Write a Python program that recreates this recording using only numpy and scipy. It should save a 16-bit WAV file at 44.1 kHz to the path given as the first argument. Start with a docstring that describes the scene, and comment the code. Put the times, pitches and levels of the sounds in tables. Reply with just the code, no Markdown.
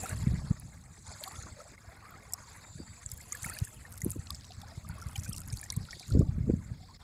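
"""Lapping wavelets on a pebbly shore

Small waves lap on a sandy, pebbly shore in the open. Each wash is patchy filtered noise with swarms of
ringing bubbles and droplets; spatter, louder droplets, single bubbles and gurgling runs are dying sines.
Fine fizz draining between the pebbles is noise in narrow bands. A light breeze buffets the microphone
port: low coloured noise, with eddies that thump as short wave packets and flutter as noise bursts."""
import sys
import numpy as np
from scipy import signal
from scipy.fft import rfft, irfft, next_fast_len
from scipy.io import wavfile

SR = 44100
rng = np.random.default_rng(int(sys.argv[2]) if len(sys.argv) > 2 else 0)


def materialize(psi):
    """Save the field psi as 16-bit PCM at rate SR to the path in sys.argv[1].

    A 1-D psi becomes a single channel; in a 2-D psi each row is a channel.
    """
    bounded = np.clip(np.atleast_2d(psi).T, -1, 1)
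    quanta = np.round(bounded * 32767).astype(np.int16)
    wavfile.write(sys.argv[1], SR, quanta)


def level_to_linear(level):
    """Convert decibel levels to linear amplitude factors, elementwise."""
    exponent = np.asarray(level, float) / 20
    return 10 ** exponent


N = 310331


def rms_one(x):
    """Normalisation: divide by the root mean square so that the power is 1."""
    return x / np.sqrt(np.mean(x ** 2) + 1e-20)


def in_time(rows):
    """Linear interpolation of each column against the time column, one value per sample."""
    s, *columns = np.transpose(rows)
    return [np.interp(np.arange(N) / SR, s, column) for column in columns]


def at_hz(points, hz):
    """Interpolation of a spectrum in dB along a logarithmic frequency axis."""
    point_hz, point_db = np.transpose(points)
    return np.interp(np.log(hz), np.log(point_hz), point_db)


def drift(corner_hz):
    """Slow random modulation of rms 1: white noise through two equal one-pole low-passes."""
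    stride = 40   # samples between drawn values
    pole = np.exp(-2 * np.pi * corner_hz * stride / SR)
    noise = rng.standard_normal(N // stride + 2002)
    slow = signal.lfilter([1], [1, -2 * pole, pole * pole], noise)[2000:]   # drop the settling
    return np.interp(np.arange(N) / stride, np.arange(len(slow)), rms_one(slow))


def coloured(x, spectrum):
    """Linear filtering in the frequency domain: multiply the transform by a gain curve."""
    size = next_fast_len(len(x))
    hz = np.maximum(np.arange(size // 2 + 1) * SR / size, 1)
    return irfft(rfft(x, size) * level_to_linear(at_hz(spectrum, hz)), size)[:len(x)]


def band(x, low_hz, high_hz):
    """Band-pass filtering with a Butterworth response."""
    return signal.sosfilt(signal.butter(2, [low_hz, high_hz], "band", fs=SR, output="sos"), x)


def add(out, s, wave):
    """Superposition: mix a short wave in at time s."""
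    i = max(int(s * SR), 0)
    out[i:i + len(wave)] += wave[:max(N - i, 0)]


def breeze():
    """Turbulent pressure on the port: lumpy rumble, and lone eddies as wave packets with faster flutter."""
    # Rumble of the breeze. Each row: time in seconds, level in dB about which the rumble drifts.
    rumble_course = [(0.0, -49), (0.3, -34), (0.88, -55.5), (2.65, -58.5), (2.8, -45.5), (2.97, -57),
                     (3.92, -53.5), (4.07, -37.5), (4.26, -50), (4.7, -54.5), (5.26, -45), (5.58, -46),
                     (5.69, -58), (5.81, -42), (6.05, -58.5), (6.14, -24), (6.3, -40.5), (6.5, -29.5),
                     (6.6, -40.5), (7.03, -55.5)]
    # Spectrum of the rumble. Each row: frequency in Hz, relative density in dB per Hz.
    rumble_colour = [(12, -37), (20, -10), (65, 7), (92, 9), (161, -1), (226, -5), (398, -25.5),
                     (500, -29.5), (650, -27), (1100, -120)]
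    # Strong eddies. Each row: centre in seconds, nominal peak in dB, frequency in Hz.
    eddies = [(0.129, -25, 108), (0.239, -25, 138), (0.274, -14.5, 147), (0.318, -24.5, 139),
              (0.341, -18, 126), (0.45, -25, 107), (0.511, -14, 142), (1.39, -33.5, 89), (1.883, -38.5, 79),
              (2.758, -35, 127), (2.803, -29.5, 243), (3.065, -35, 95), (3.134, -34, 81),
              (3.431, -34.5, 94), (3.463, -30.5, 136), (3.623, -19, 104), (4.04, -25.5, 124),
              (4.065, -19.5, 236), (4.165, -32.5, 286), (4.193, -27, 92.5), (4.583, -31.5, 85),
              (4.78, -30.5, 110), (4.9, -34, 121), (5.065, -27.5, 99), (5.188, -23.5, 89),
              (5.295, -27, 132), (5.536, -23.5, 97), (5.775, -19.5, 123), (5.807, -29, 120),
              (6.153, -16, 243), (6.172, -12.5, 193), (6.196, -9, 125), (6.21, -15.5, 270),
              (6.219, -23.5, 295), (6.292, -17.5, 104), (6.385, -23.5, 148), (6.41, -21.5, 99),
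              (6.48, -19.5, 166), (6.5, -15, 272), (6.539, -16, 175), (6.719, -25, 109)]
    rumble_db, = in_time(rumble_course)
    rumble = rms_one(coloured(rng.standard_normal(N), rumble_colour))
    rumble *= level_to_linear(rumble_db + 3.05 * drift(17.6))

    thumps, bursts = np.zeros(N), np.zeros(N)
    t = np.arange(-.03, .03, 1 / SR)
    for (s, db, hz), (phase, skew) in zip(eddies, rng.uniform(-1, 1, (len(eddies), 2))):
        cycles = t * hz * (1 + .5 * skew * np.tanh(t * hz))   # the pitch glides through the thump
        packet = np.exp(-(t * hz / 0.57) ** 2) * np.cos(2 * np.pi * cycles + np.pi * phase)
        add(thumps, s + t[0], level_to_linear(db - 0.9) * packet)
        flutter_db = -38.5 + 18.5 * np.log2(hz / 113.7)   # small quick eddies flutter more
        add(bursts, s + t[0], level_to_linear(db + flutter_db) * np.exp(-(t / 0.011) ** 2))
    flutter = rms_one(band(band(rng.standard_normal(N), 221, 508), 221, 508))
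    return rumble + band(thumps, 38, 960) + bursts * flutter


def swarm(per_s, low_hz, high_hz, cycles, spread_db, count=16):
    """Resonance under random impulses: clumped bubbles of many sizes swell, then fade; rms 1.

    per_s is the nominal rate before clumping; one resonator falls 60 dB in the given cycles."""
    loudness_db = spread_db * np.minimum(rng.exponential(1, N), 3)
    sizes = level_to_linear(loudness_db) * rng.choice([-1, 1], N)
    born = rng.random(N) < per_s * level_to_linear(6 * drift(12)) / SR
    dealt, out = rng.integers(0, count, N), np.zeros(N)
    for k, hz in enumerate(np.geomspace(low_hz, high_hz, count)):
        r, w = level_to_linear(-60 * hz / (cycles * SR)), 2 * np.pi * hz / SR
        ring = [(1 - r ** 2) / 2, 0, (r ** 2 - 1) / 2, 1, -2 * r * np.cos(w), r * r]
        impulses = sizes * born * (dealt == k) + 1e-18
        # two equal resonators in a row give the swell
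        out += signal.sosfilt([ring, ring], impulses) / np.sqrt(hz)
    return rms_one(out)


def wash():
    """Sum of band-limited noises: five zones, each a patchy hiss with its own swarm."""
    # The wash runs up and drains back. Each row: time in seconds, then nominal levels in dB of the low
    # gurgle, the middle fizz, the high hiss and the foam.
    wash_course = [(0.0, -47, -56, -48, -53.5), (0.21, -52, -58, -57, -59), (0.41, -54.5, -61, -57.5, -72),
                   (0.62, -62, -67.5, -66, -77), (0.94, -66, -73.5, -63.5, -80),
                   (1.11, -57, -58, -54.5, -78), (1.23, -56, -62.5, -53.5, -61),
                   (1.43, -54.5, -59.5, -55.5, -72), (1.76, -61.5, -68, -64, -77),
                   (2.09, -57.5, -69.5, -68.5, -72.5), (2.43, -60, -62.5, -59, -70),
                   (2.78, -60.5, -69, -63.5, -73.5), (3.09, -63, -66, -61, -71),
                   (3.31, -58.5, -65.5, -58.5, -60.5), (3.46, -50, -56.5, -51, -53),
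                   (3.7, -62.5, -69.5, -59.5, -61.5), (3.89, -61.5, -70, -63.5, -69.5),
                   (4.17, -62, -69, -59, -67), (4.46, -63, -62.5, -64.5, -81),
                   (4.95, -57.5, -66.5, -65, -68.5), (5.19, -59, -71, -63, -59.5),
                   (5.5, -63, -68, -61, -66.5), (5.74, -61, -63.5, -65, -71.5),
                   (6.01, -62, -56, -60, -66.5), (6.34, -64.5, -72.5, -70.5, -77),
                   (6.66, -65.5, -69.5, -67, -80), (7.03, -64.5, -62.5, -71, -82)]
    # Spectrum laid over every zone. Each row: frequency in Hz, relative density in dB per Hz.
    wash_colour = [(200, 25), (420, 0), (1100, 4.5), (2250, 3), (3000, -14.5), (3700, -13), (4550, -7.5),
                   (5850, -14), (7100, -7.5), (7950, -7.5), (8400, -17), (10500, -15.5), (15500, -34),
                   (16400, -41)]
    gurgle_db, fizz_db, hiss_db, foam_db = in_time(wash_course)
    froth_db = foam_db - 5.5   # thick foam also froths lower down
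    # each zone: level, hiss edges in Hz, grains with their level re the hiss
    zones = [
        (gurgle_db, 330, 2700, level_to_linear(-1.7) * swarm(450, 430.1, 2710, cycles=35.5, spread_db=6.0)),
        (fizz_db, 3200, 5500, level_to_linear(-3.5) * swarm(900, 3470, 5650, cycles=35, spread_db=10.5)),
        (froth_db, 2500, 3400, level_to_linear(-4.0) * swarm(220, 2445, 3500, cycles=44, spread_db=27.0)),
        (hiss_db, 6200, 9200, level_to_linear(2.0) * swarm(500, 5814, 10810, cycles=55, spread_db=5.5)),
        (foam_db, 9200, 16500, level_to_linear(-1.0) * swarm(900, 8730, 17700, cycles=17, spread_db=14.5))]
    out, together_db = np.zeros(N), drift(16.0)
    for level_db, low_hz, high_hz, grains in zones:
        edges = np.geomspace(low_hz, high_hz, 5)
        hiss = np.zeros(N)
        # each slice of the hiss swells on its own as wavelets break at different spots
        for low, high in zip(edges, edges[1:]):
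            swell_db = 2.6 * drift(5.8) + 4.7 * drift(35.0)
            hiss += band(rng.standard_normal(N), low, high) * level_to_linear(swell_db)
        texture = rms_one(coloured(rms_one(hiss) + grains, wash_colour))
        out += level_to_linear(level_db + together_db) * texture
    return out


def bubble(hz, t60, rise, swell_s):
    """Damped oscillation: a dying sine whose pitch climbs as the bubble nears the surface; t60 in s."""
    t = np.arange(int(t60 * SR) + 8) / SR
    shape = (1 - np.exp(-t / swell_s)) ** 2 * level_to_linear(-60 * t / t60)
    return shape / shape.max() * np.sin(2 * np.pi * hz * t * (1 + rise * t / t60))


def burst(main_hz, draw, after_db, span_s):
    """Impact excitation: a droplet rings a tiny bubble amid a ragged run of weaker ones of other sizes."""
    out = np.zeros(int(.06 * SR))
    main_t60 = (22 + 25 * draw[0, 0]) / main_hz
    add(out, .0007, bubble(main_hz, main_t60, 0.023, swell_s=0.0003))
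    for lag, size, loud in draw[1:]:
        hz = min(main_hz * (0.596 + 1.16 * size), .35 * SR)
        ring = bubble(hz, (18 + 35 * loud) / hz, 0.033, swell_s=0.0003)
        add(out, np.clip(span_s * lag ** 2, 0, .012), level_to_linear(after_db - 18.0 * loud) * ring)
    return out


def spatter(count=1500):
    """Random point process: small droplets burst during each spell, a short ring and a wide puff of noise."""
    # Spells of spatter as a wavelet breaks. Each row: start in seconds, end in seconds, nominal droplets
    # per second before clumping, reference level in dB, lowest and highest main ring in Hz.
    spells = [(0.0, 0.151, 380, -45.5, 5160, 14800), (1.15, 1.445, 60, -58, 3960, 11300),
              (1.55, 2.646, 15, -46, 8100, 14200), (3.08, 3.67, 110, -42.5, 5470, 12200),
              (3.89, 4.17, 160, -40.5, 7300, 14300), (4.204, 4.72, 52, -47, 3340, 6350),
              (4.972, 5.778, 130, -39.5, 4860, 11300), (5.85, 6.199, 96, -45, 3800, 8400)]
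    spread_db, puff_db, puff_decay_s = 9.5, -7, 0.0027
    out, impulses = np.zeros(N), np.zeros(N)
    when, keep, size, loud, wide = rng.random((count, 5)).T
    parts = rng.random((count, 6, 3))
    s = when * N / SR
    keep = keep * level_to_linear(9.0 * drift(25.0))[(when * N).astype(int)]   # droplets come in clumps
    for start, end, per_s, db, low_hz, top_hz in spells:
        chosen = (s >= start) & (s < end) & (keep < per_s * N / SR / count)
        for k in np.flatnonzero(chosen):
            hz = low_hz * (top_hz / low_hz) ** size[k]
            level_db = db - spread_db * (1 + np.log(0.2 + 1.63 * loud[k]))
            add(out, s[k], level_to_linear(level_db - 1.5) * burst(hz, parts[k], after_db=-5.0, span_s=0.003))
            impulses[int(s[k] * SR)] += level_to_linear(level_db - 18.0 * wide[k])
    puffs = signal.lfilter([1], [1, -np.exp(-1 / (puff_decay_s * SR))], impulses + 1e-18)
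    return out + level_to_linear(puff_db) * puffs * rms_one(band(rng.standard_normal(N), 4000, 13000))


def pop(hz, cycles):
    """Short wave packet: a film of water snaps in a blip of very few cycles."""
    turn = np.arange(int(5 * cycles * SR / hz) + 2) * hz / SR - 2 * cycles
    return np.exp(-(turn / cycles) ** 2) * np.sin(2 * np.pi * turn)


def ticks():
    """Transient ringing: loud droplets burst, each with a fine spray of pops."""
    # Loud bursting droplets. Each row: time in seconds, nominal peak in dB, main ring in Hz, upper level
    # of the fine spray in dB re that nominal peak.
    droplets = [(0.0333, -27.5, 9600, -15), (0.0598, -33.5, 8800, -8), (0.094, -27, 8070, -10),
                (0.5986, -35.5, 10540, -20), (1.238, -27.5, 4220, -2), (1.28, -39, 4630, 1),
                (1.319, -43, 4500, -7), (1.359, -43, 3400, -23), (1.4255, -34.5, 6500, -28),
                (2.324, -33, 8700, -28), (2.3356, -18, 7530, -36), (3.1169, -25.5, 7460, -9),
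                (3.1385, -35.5, 12000, -20), (3.212, -38, 7300, -5), (3.323, -21, 6680, -18),
                (3.3282, -29, 8500, -9), (3.351, -34, 7560, -4), (3.431, -27.5, 7300, -19),
                (3.4443, -28, 8850, -11), (3.451, -34, 7950, -2), (3.461, -28, 10000, -9),
                (3.4977, -24, 9030, -19), (3.539, -33, 13350, -17), (3.5878, -32, 4800, 0),
                (3.65, -30, 8000, -15), (4.018, -27.5, 6860, -16), (4.0457, -35.5, 11800, 11),
                (4.1049, -22, 9300, -31), (4.116, -27, 7400, -28), (4.27, -39.5, 4200, -30),
                (4.305, -26.5, 4800, -3), (4.347, -34, 5250, -25), (4.3531, -35.5, 7900, -23),
                (4.5074, -41, 3730, -23), (4.52, -38.5, 4300, -33), (4.8889, -37, 9900, 1),
                (5.1624, -32.5, 6600, -5), (5.1975, -31.5, 7200, -15), (5.281, -36, 8200, -16),
                (5.29, -37.5, 5940, -7), (5.295, -28.5, 8750, -13), (5.331, -28.5, 8200, -27),
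                (5.38, -30, 8650, -23), (5.3923, -38, 7400, -11), (5.404, -33, 8270, -25),
                (5.417, -38, 7600, -12), (5.476, -46, 10700, 8), (5.502, -35, 5100, -22),
                (5.5257, -31, 8640, -23), (5.5389, -35, 6350, -20), (5.572, -35, 4300, 1),
                (5.586, -40, 4600, -25), (5.614, -26.5, 9650, -18), (5.6385, -36, 7500, -25),
                (5.7025, -20, 5670, -16), (5.7228, -27.5, 8800, -18), (5.7656, -28, 8140, -30),
                (5.9087, -31.5, 5200, -29), (5.9966, -34, 4550, -5), (6.1223, -36, 4330, -20),
                (6.1922, -33, 7400, -31)]
    out = np.zeros(N)
    for (s, db, hz, spray_db), draw in zip(droplets, rng.random((len(droplets), 11, 3))):
        add(out, s - .001, level_to_linear(db - 2.0) * burst(hz, draw[:7], after_db=-4.0, span_s=0.0059))
        for lag, size, loud in draw[7:]:
            snap = pop(9500 + 4500 * size, cycles=3.5)
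            add(out, s + 0.002 * lag ** 2, level_to_linear(db + spray_db - 13.0 * loud) * snap)
    return out


def bubbles():
    """Volume resonance: bubbles swell over a few cycles and ring with a slightly rising pitch."""
    # Single bubbles, mostly large, and one small high plink. Each row: time in seconds near the height
    # of the swell, level in dB (the ring is set 5 dB higher), starting pitch in Hz.
    single_rings = [(0.039, -40.5, 743), (0.058, -40.5, 1320), (0.098, -46, 1480), (1.277, -43, 1123),
                    (1.604, -48, 1280), (1.779, -52, 2090), (2.14, -51.5, 1250), (2.334, -54, 717),
                    (3.0619, -31, 7470), (3.205, -52, 2070), (3.323, -49, 1190), (3.331, -48, 2070),
                    (3.349, -41, 1685), (3.444, -41, 1750), (3.447, -37.5, 2150), (3.463, -44, 1350),
                    (3.488, -46, 1870), (3.572, -46, 2400), (3.673, -50.5, 1680), (3.852, -47, 1810),
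                    (4.018, -42.5, 1950), (4.304, -45, 1120), (4.506, -52.5, 710), (4.635, -49.5, 793),
                    (4.722, -54.5, 670), (4.849, -51, 1200), (4.896, -50, 1450), (4.899, -55, 920),
                    (4.982, -49, 1130), (5.023, -45.5, 1360), (5.158, -39, 3050), (5.159, -52.5, 790),
                    (5.16, -44, 2350), (5.262, -49.5, 1500), (5.314, -53.5, 1270), (5.324, -48, 3150),
                    (5.343, -50, 2740), (5.418, -57, 1340), (5.528, -53, 2290), (5.63, -47.5, 1730),
                    (5.63, -50, 2315), (5.66, -53, 1840), (5.702, -53.5, 1035), (5.727, -45, 2080),
                    (5.765, -57, 1020), (5.888, -49, 1400), (5.93, -46.5, 2190), (5.931, -43.5, 1830),
                    (6.009, -57, 720), (6.03, -51.5, 2300), (6.108, -50, 1350), (6.218, -50.5, 1147)]
    out = np.zeros(N)
    for (s, db, hz), (rise, last) in zip(single_rings, rng.random((len(single_rings), 2))):
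        t60 = (24 + 14 * last) / hz + 0.0049
        ring = bubble(hz, t60, 0.066 * rise + 0.0086, swell_s=2.1 / hz)
        add(out, s - 2.57 / hz, level_to_linear(db + 5.0) * ring)
    return out


def gurgles():
    """Successive resonances: bubbles gulp one after another, scattered about a sliding pitch."""
    # Runs of bubbles. Each row: start in seconds, end in seconds, first and last nominal pitch in Hz,
    # level of the loudest gulps in dB.
    runs = [(1.199, 1.331, 580, 830, -44.5), (1.241, 1.497, 1120, 1307, -50),
            (1.519, 1.686, 418, 727, -49.5), (1.841, 1.923, 650, 680, -53),
            (1.978, 2.129, 1120, 1270, -49.5), (2.249, 2.625, 1045, 1015, -54),
            (3.482, 3.579, 1350, 1920, -41), (6.222, 6.32, 770, 820, -55), (6.798, 6.907, 734, 940, -53.5)]
    gulps_per_s = 40
    out = np.zeros(N)
    for (start, end, first_hz, last_hz, db), draw in zip(runs, rng.random((len(runs), 30, 4))):
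        for place, size, loud, last in draw[:int((end - start) * gulps_per_s) + 1]:
            hz = (first_hz + place * (last_hz - first_hz)) * (0.84 + 0.278 * size)
            ring = bubble(hz, (16 + 22 * last) / hz, 0.1, swell_s=0.0082)
            add(out, start + place * (end - start), level_to_linear(db - 4.1 * loud) * ring)
    return out


def dips():
    """Amplitude modulation: a gain with a few short hollows, Gaussian in dB."""
    # The level of the wash dips briefly. Each row: centre in seconds, depth in dB.
    hollows = [(1.768, -14), (3.048, -6.5), (6.983, -42)]
    t = np.arange(N) / SR
    return level_to_linear(sum(db * np.exp(-((t - s) / 0.0091) ** 2) for s, db in hollows))


def drain():
    """Narrow-band noise: fine fizz draining between the pebbles sings in bands that waver in level."""
    # Singing bands. Each row: centre in Hz, level in dB about which the band wavers.
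    resonances = [(3710, -72.5), (4110, -72.5), (4680, -72.5), (7200, -69), (7800, -70)]
    start_s, end_s, fade_s, width_hz = 2.5, 3.06, 0.1, 240
    t, out = np.arange(N) / SR, np.zeros(N)
    for hz, db in resonances:
        noise = band(rng.standard_normal(N), hz - width_hz / 2, hz + width_hz / 2)
        out += level_to_linear(db + 6.2 * drift(9.5)) * rms_one(noise)
    return out * np.clip(np.minimum(t - start_s, end_s - t) / fade_s, 0, 1)


def scene():
    """Superposition of breeze, wash, drain, bubbles and droplets; the dips act on the wash alone."""
    water = dips() * wash() + drain() + bubbles() + gurgles() + ticks() + spatter()
    return (breeze() + water)[None]


def low_pass(x):
    """Removes everything above the highest recorded frequency."""
    return signal.sosfilt(signal.butter(12, 16510, fs=SR, output="sos"), x)


def record(dry):
    """Transduction by one small microphone: white self-noise is added, then a low-pass cuts the top."""
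    self_noise_db = -75   # before the cut
    noisy = dry + level_to_linear(self_noise_db) * rng.standard_normal(dry.shape)
    top_cut = signal.cheby2(12, 60, 16500, fs=SR, output="sos")
    return low_pass(signal.sosfilt(top_cut, noisy))


dry = scene()
out = record(dry)
materialize(out)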